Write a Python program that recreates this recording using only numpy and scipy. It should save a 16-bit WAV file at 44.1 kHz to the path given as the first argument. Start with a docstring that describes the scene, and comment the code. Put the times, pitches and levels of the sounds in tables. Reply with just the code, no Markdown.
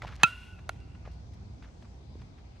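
"""Shoes scuff and knock gritty dirt as filtered grains and short tones, before and after a hit.
A hollow metal bat strikes a ball: decaying modes ping over a sharp crack and a low thump. The swing lowers the
pitch for the listener behind and raises it in the echoes from trees and fences ahead.
The bat then raps the batter's back, which smothers its ring. Throughout, bands of noise make
far traffic rumble and a faint field hiss, and narrow noise makes a low drone."""
import sys
import numpy as np
from scipy import signal
from scipy.fft import rfft, irfft
from scipy.io import wavfile

SR = 44100
rng = np.random.default_rng(int(sys.argv[2]) if len(sys.argv) > 2 else 0)


def transcribe(signal):
    """Save signal, clipped to [-1, 1], as a 16-bit WAV file at the path in sys.argv[1]."""
    frames = np.atleast_2d(signal).T
    limited = np.clip(frames, -1, 1)
    pcm = np.round(limited * 32767).astype(np.int16)
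    wavfile.write(sys.argv[1], SR, pcm)


N = 114660  # samples

AT_REST = .992  # pitch ratio with almost no Doppler shift


def amp(db):
    """Level in decibels becomes a pressure ratio."""
    return 10 ** (np.asarray(db) / 20)


def rms_one(x):
    """Scaling by the root mean square sets unit power."""
    return x / np.sqrt(np.mean(x ** 2) + 1e-20)


def level(rows):
    """An envelope linear in decibels between (s, dB) rows, silent outside them."""
    s, db = np.transpose(rows)
    return amp(np.interp(np.arange(N) / SR, s, db, left=-200, right=-200))


def at_hz(points, hz):
    """A spectral curve interpolated over log frequency, as pitch is heard."""
    table = np.array(points)
    return np.interp(np.log(hz + 1), np.log(table[:, 0]), table[:, 1])


def butter(x, hz, kind, order=2):
    """A Butterworth filter: maximally flat in its passband."""
    return signal.sosfilt(signal.butter(order, hz, kind, fs=SR, output="sos"), x)


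def drift(rate_hz):
    """Slow random fluctuation: noise through two equal low-pass poles, unit spread."""
    step = 40  # samples between slow values
    r = np.exp(-2 * np.pi * rate_hz * step / SR)
    noise = rng.standard_normal(N // step + 2002)
    slow = signal.lfilter([1], [1, -2 * r, r * r], noise)[2000:]
    return np.interp(np.arange(N) / step, np.arange(len(slow)), rms_one(slow))


def place(sound, s):
    """Superposition in time: a short sound starts at s seconds."""
    out, i = np.zeros(N + len(sound)), max(int(s * SR), 0)
    out[i:i + len(sound)] = sound
    return out[:N]


def bat():
    """Radiation and scattering of the hit, then the rap on the back, with Doppler shift by direction."""
    hit_s, rap_s, thump_delay_s = .2331, .6919, .0031
    swing_m_s, sound_m_s, contact_s = 11.8, 343, .0018
    rap_wash_db, sideways_db = -23.5, -13
    shelf_hz, upper_db, edge_hz = 2000, -.5, 3100
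    # Echoes from ahead. Each row: arrival in seconds, level in dB before filtering.
    ahead = [(0.258, -35.5), (0.301, -43.5), (.33, -43.5), (.365, -46), (0.384, -51), (.41, -47.5),
             (.46, -51.5), (.49, -52.5), (0.519, -55.5), (.545, -67), (.75, -75.5), (0.809, -62),
             (.86, -75), (.92, -64.5), (1.0, -77.5), (1.198, -75)]
    # Echoes from the sides and behind. Each row: arrival in seconds, level in dB before filtering.
    around = [(0.241, -32), (0.279, -76), (.32, -58), (.4, -63), (.5, -65), (0.581, -61), (0.621, -80.5),
              (0.9, -74)]
    # Crack scattered by leaves and chain-link. Each row: arrival in seconds, level in dB.
    hit_wash = [(0.235, -30), (.25, -44.5), (.28, -45), (0.333, -56.5), (.45, -60.5), (0.601, -74.5),
                (.9, -115)]
    # Colour of that scattered crack. Each row: frequency in Hz, relative level in dB.
    wash_colour = [(400, -6.5), (1200, -7.5), (2500, 3.5), (5000, -7.5), (10000, -16), (14000, -26.5)]

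    away, towards = 1 - swing_m_s / sound_m_s, 1 + swing_m_s / sound_m_s
    ping = ring(0, away, contact_s)
    hit = place(grounded(ping + crack(12.5)), hit_s)
    near = hit + place(thump(), hit_s + thump_delay_s) + place(rap(), rap_s)

    onward = ring(0, towards, contact_s) + amp(sideways_db) * ring(0, AT_REST, contact_s)
    echoes = scatter(onward, ahead) + scatter(ping, around)
    echoes = echoes + (amp(upper_db) - 1) * butter(echoes, shelf_hz, "high", order=4)
    echoes = butter(echoes, edge_hz, "low", order=4)

    rap_wash = [(s - hit_s + rap_s, db + rap_wash_db) for s, db in hit_wash]
    wash = click(wash_colour)
    return ports(near) + echoes + scatter(wash, hit_wash) + scatter(wash, rap_wash)


def ring(column, shift, contact_s):
    """Modal superposition: the bat's modes swell as contact ends, then decay exponentially."""
    # Modes of the bat at rest. Each entry: frequency in Hz.
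    mode_hz = [700, 995, 1416, 1947, 2172, 2686, 3268, 4003, 4650, 6100, 6548, 7520, 9730, 11346, 13500]
    # Damping of the same modes. Each entry: time in seconds to fall by 60 dB.
    mode_t60_s = [.025, .018, .1, .025, .035, .052, .039, .04, .009, .007, .025, .02, .006, .02, .01]
    # Strength of the same modes. Each row: level in dB on the ball, level in dB on the back.
    mode_db = [(-39, -22), (-3.5, -30), (-9, -26.5), (-19, -35.5), (-25.5, -32), (-4, -38), (-17.5, -44),
               (-18, -40.5), (-6.5, -37), (-50.5, -35), (-12, -41.5), (-19.5, -47), (-20, -46), (-33, -53),
               (-44.5, -49)]
    t = np.arange(SR // 4) / SR
    hz, t60, db = np.c_[mode_hz], np.c_[mode_t60_s], np.array(mode_db)[:, [column]]
    swell = (1 - np.exp(-t / contact_s * hz / hz[5])) ** 2  # higher modes swell sooner
    decay = amp(db - 60 * t / t60)
    return (decay * swell * np.sin(2 * np.pi * hz * shift * t)).sum(axis=0)


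def crack(db):
    """Broadband impulsive radiation: a few snaps of alternating sign."""
    # Colour of one snap. Each row: frequency in Hz, relative level in dB.
    colour = [(250, -10.5), (500, -20.5), (800, 1), (1150, 12.5), (2000, -4), (4500, -2), (5500, -23.5),
              (8000, -22), (10000, -10), (12000, -23.5), (14000, -27)]
    # Train of snaps. Each row: time after contact in seconds, relative level in dB.
    snaps = [(0, -4.5), (.0009, 0.5), (.0017, 1.94)]
    one = click(colour)
    out = np.zeros(len(one))
    for k, (s, snap_db) in enumerate(snaps):
        out += (-1) ** k * amp(db + snap_db) * np.roll(one, int(s * SR))
    return out


def click(colour):
    """A minimum-phase impulse: the cepstrum folded to positive time gives a causal filter."""
    size = SR // 4
    log_gain = at_hz(colour, np.fft.rfftfreq(size, 1 / SR)) * np.log(10) / 20
    cepstrum = irfft(log_gain, size)
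    cepstrum[1:size // 2] *= 2
    cepstrum[size // 2 + 1:] = 0
    return irfft(np.exp(rfft(cepstrum)), size)


def grounded(dry):
    """Ground reflection: a delayed copy, dulled by the dirt, joins the direct sound."""
    delay_s, bounce_db, dull_hz = .00225, -7.5, 5000
    lag = int(delay_s * SR)
    delayed = np.r_[np.zeros(lag), dry[:-lag]]
    return dry + amp(bounce_db) * butter(delayed, dull_hz, "low")


def thump():
    """Volume displacement: the squeezed ball pushes the air in a short boom of falling pitch."""
    start_hz, end_hz, peak_db = 356, 110, -19
    time_s = .0028  # time to the peak, and time constant of the pitch fall
    t = np.arange(SR // 10) / SR
    hz = end_hz + (start_hz - end_hz) * np.exp(-t / time_s)
    pulse = t / time_s * np.exp(1 - t / time_s)
    return amp(peak_db) * pulse * np.sin(2 * np.pi * np.cumsum(hz) / SR)


def rap():
    """Contact damping: the bat rings briefly, then the back absorbs it as the bat presses in."""
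    swell_s, free_s, body_t60_s, most_damping_db = .0002, .004283, .014, 24
    t = np.arange(SR // 4) / SR
    knock = ring(1, AT_REST, swell_s) + butter(crack(-11), 620, "high")
    damping_db = 60 * np.maximum(t - free_s, 0) / body_t60_s
    return knock * amp(-np.minimum(damping_db, most_damping_db))


def scatter(sound, rows):
    """Diffuse reflection: many small reflectors act as a noise impulse response."""
    noise = rng.standard_normal((3, N))
    answer = (noise[0] + 0.2 * noise[1:]) * level(rows)  # mostly alike left and right
    unit_energy = sound[None] / np.sqrt(np.sum(sound ** 2))
    return signal.fftconvolve(answer, unit_energy, axes=1)[:, :N]


def ports(x):
    """Interchannel difference: two close microphone ports hear their own level and phase."""
    # Balance of level. Each row: frequency in Hz, left minus right in dB.
    balance = [(300, -0.5), (700, 0.5), (1400, -2.5), (2700, -8), (4500, 3.5), (9000, -3.5), (14000, -2.7)]
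    # Difference of phase. Each row: frequency in Hz, lag of the left in radians.
    phase = [(200, .35), (700, .4), (1400, .85), (2600, .65), (5000, .8), (10000, 1.45), (14000, 1.8)]
    hz = np.fft.rfftfreq(N, 1 / SR)
    half = amp(at_hz(balance, hz) / 2) * np.exp(-.5j * at_hz(phase, hz))
    return irfft(rfft(x) * np.array([half, 1 / half]), N)


def shoes():
    """Granular friction: each scuff crunches clumpy random grains in a quick swell and fade."""
    # Each row: start in seconds, length in seconds, level in dB, brightness in Hz.
    scuffs = [(.0, 0.28, -56, 3380), (0.019, .009, -42, 4100), (0.029, 0.044, -46, 1520),
              (0.069, 0.02, -44, 2530), (0.0778, 0.0043, -45, 4840), (0.083, .06, -51, 1892),
              (0.155, 0.0037, -49.5, 5900), (.163, 0.0021, -47.5, 5960), (0.187, 0.2, -49.5, 2480),
              (0.589, .013, -53, 2410), (0.76, 0.01, -61.5, 3500), (0.801, 0.0087, -61, 5920),
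              (.946, 0.023, -59.5, 2690), (1.047, 0.065, -54, 2080), (1.111, 0.059, -68.5, 6820),
              (1.334, 0.02, -64, 7000), (1.621, 0.037, -56, 3200), (1.641, 0.035, -56.5, 2460),
              (1.672, 0.046, -64, 2400), (.118, .045, -49.5, 2305), (1.822, 0.0184, -60, 4200),
              (1.842, 0.035, -60, 1800), (2.189, .048, -67, 2500), (2.213, .022, -60, 3600),
              (2.376, 0.037, -63, 3030), (2.556, 0.041, -65.5, 3040)]
    grains_per_s, spread_db, clump_db = 7000, 3.0, 1.8
    attack = .1  # share of the length
    out, size = np.zeros(N), SR // 3
    t = np.arange(size) / SR
    for s, length, db, hz in scuffs:
        struck = rng.random(size) < grains_per_s / SR
        strength = amp(spread_db * np.minimum(rng.exponential(1, size), 4))
        grit = struck * strength * rng.choice([-1, 1], size)
        grit = grit * amp(clump_db * drift(80)[:size])
        body = butter(grit, [0.21 * hz, 0.87 * hz], "band")
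        body = body + amp(-26) * butter(grit, 6500, "low", order=5)
        shape = np.minimum(t / length / attack, 1) * np.exp(-2.5 * (t / length) ** 2)
        scuff = shape * body
        scuff_rms = np.sqrt(np.sum(scuff ** 2) / np.sum(shape ** 2))
        out += place(amp(db) * scuff / scuff_rms, s)
    return out


def knocks():
    """Damped resonance: clods snap and heels knock, each ringing at three uneven pitches."""
    # Each row: start in seconds, starting level in dB, pitch in Hz, time in seconds to fall by 60 dB.
    blows = [(.0205, -27.5, 1590, .018), (.0315, -35, 786, 0.012), (.0485, -27, 865, 0.019),
             (.0725, -48, 1050, .012), (.587, -48, 1500, .012), (1.05, -50, 1310, 0.0082),
             (1.076, -33, 619, 0.011), (1.138, -60, 7000, .003), (1.625, -53.5, 960, 0.031),
             (1.826, -46, 716.5, 0.019), (2.155, -38.5, 374, 0.034), (2.22, -47, 906, .022)]
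    spacing = .22  # octaves between tones, before chance shifts them
    out, t = np.zeros(N), np.arange(SR // 10) / SR
    chances = rng.uniform(-1, 1, (len(blows), 3))
    for (s, db, hz, t60), chance in zip(blows, chances):
        octaves = spacing * (np.arange(-1, 2) + chance / 2)
        tones = np.sin(2 * np.pi * hz * 2 ** octaves[:, None] * t).mean(axis=0)
        out += place(amp(db - 60 * t / t60) * tones, s)
    return out


def field():
    """Partly coherent third-octave noise: a faint hiss over lows that swell with the traffic."""
    # Spectrum of the field. Each row: frequency in Hz, relative level in dB per Hz.
    spectrum = [(12, -39), (20, -12.5), (48, -8.5), (85, -3.5), (149, -12), (538, -30), (722, -27.5),
                (1170, -36), (1790, -41.5), (2470, -37.5), (2980, -46), (4110, -42.5), (5980, -47),
                (6660, -50), (12000, -81.5), (15600, -106), (22000, -120)]
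    # Swell of the rumble. Each row: time in seconds, level in dB, used relative to the mean row.
    rumble = [(0.0, -50), (0.09, -44), (0.22, -54), (0.44, -50.5), (0.61, -50.5), (1.5, -49.5),
              (1.64, -52.5), (1.95, -54.5), (2.23, -49), (2.6, -57)]
    # Left-right likeness. Each row: frequency in Hz, correlation (no unit).
    likeness = [(60, 0.95), (180, 0.85), (550, 0.2), (1650, -0.31), (4970, 0.02), (15000, 0.25)]
    # Balance of level. Each row: frequency in Hz, left minus right in dB.
    balance = [(950, -1.0), (1900, -1), (3800, 7.5), (7500, 8.5)]
    field_db, patchy_db, patchy_hz = -47, 1.5, 3.6

    out, edges = 0, 20 * 2 ** np.arange(0, 9.5, 1 / 3)
    white = rng.standard_normal((2, 2, N + SR // 2))
    swell = level(rumble) / amp(np.mean(np.array(rumble)[:, 1]))
    for k, (low, high) in enumerate(zip(edges, edges[1:])):
        # neighbouring bands use separate noise; the filter's first half second is dropped
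        mid, side = butter(white[k % 2], [low, high], "band")[:, SR // 2:]
        hz = np.sqrt(low * high)
        alike = np.clip(at_hz(likeness, hz), -.9, 1)
        stereo = np.sqrt(1 + alike) * mid + np.sqrt(1 - alike) * side * [[1], [-1]]
        swell_share = 1 / (1 + (hz / 250) ** 2)
        gain = amp(at_hz(spectrum, hz) + patchy_db * drift(patchy_hz)) * swell ** swell_share
        pan = amp(at_hz(balance, hz) * np.array([[.5], [-.5]]))
        out = out + gain * pan * stereo
    return amp(field_db) * rms_one(out)


def hum():
    """Narrow-band noise: random beating within a few hertz makes a low drone waver."""
    centre_hz, width_hz, hum_db = 60, 6.6, -52
    band = [centre_hz - width_hz / 2, centre_hz + width_hz / 2]
    noise = butter(rng.standard_normal(N + SR), band, "band")
    return amp(hum_db) * rms_one(noise[SR:])


def scene():
    """Linear superposition of all the sources."""
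    background = butter(field(), 39, "high", order=3) + hum()
    return bat() + shoes() + knocks() + background


def record(dry):
    """Compression and saturation: peaks lower a slowly recovering gain and are rounded; the top is cut."""
    threshold_db, share, recover_db_s = -10, .31, 9  # share: dB of reduction per dB over
    ceiling, cutoff_hz = 1.3, 16300
    t = np.arange(N) / SR
    peak_db = 20 * np.log10(np.abs(dry).max(axis=0) + 1e-9)
    over = np.maximum(peak_db - threshold_db, 0)
    held = np.maximum.accumulate(share * over + recover_db_s * t) - recover_db_s * t
    gain = amp(-signal.lfilter([.004], [1, -.996], held))  # smoothed reduction
    rounded = ceiling * np.tanh(dry * gain / ceiling)
    low_pass = signal.cheby2(12, 70, cutoff_hz, fs=SR, output="sos")
    return signal.sosfilt(low_pass, rounded)


dry = scene()
out = record(dry)
transcribe(out)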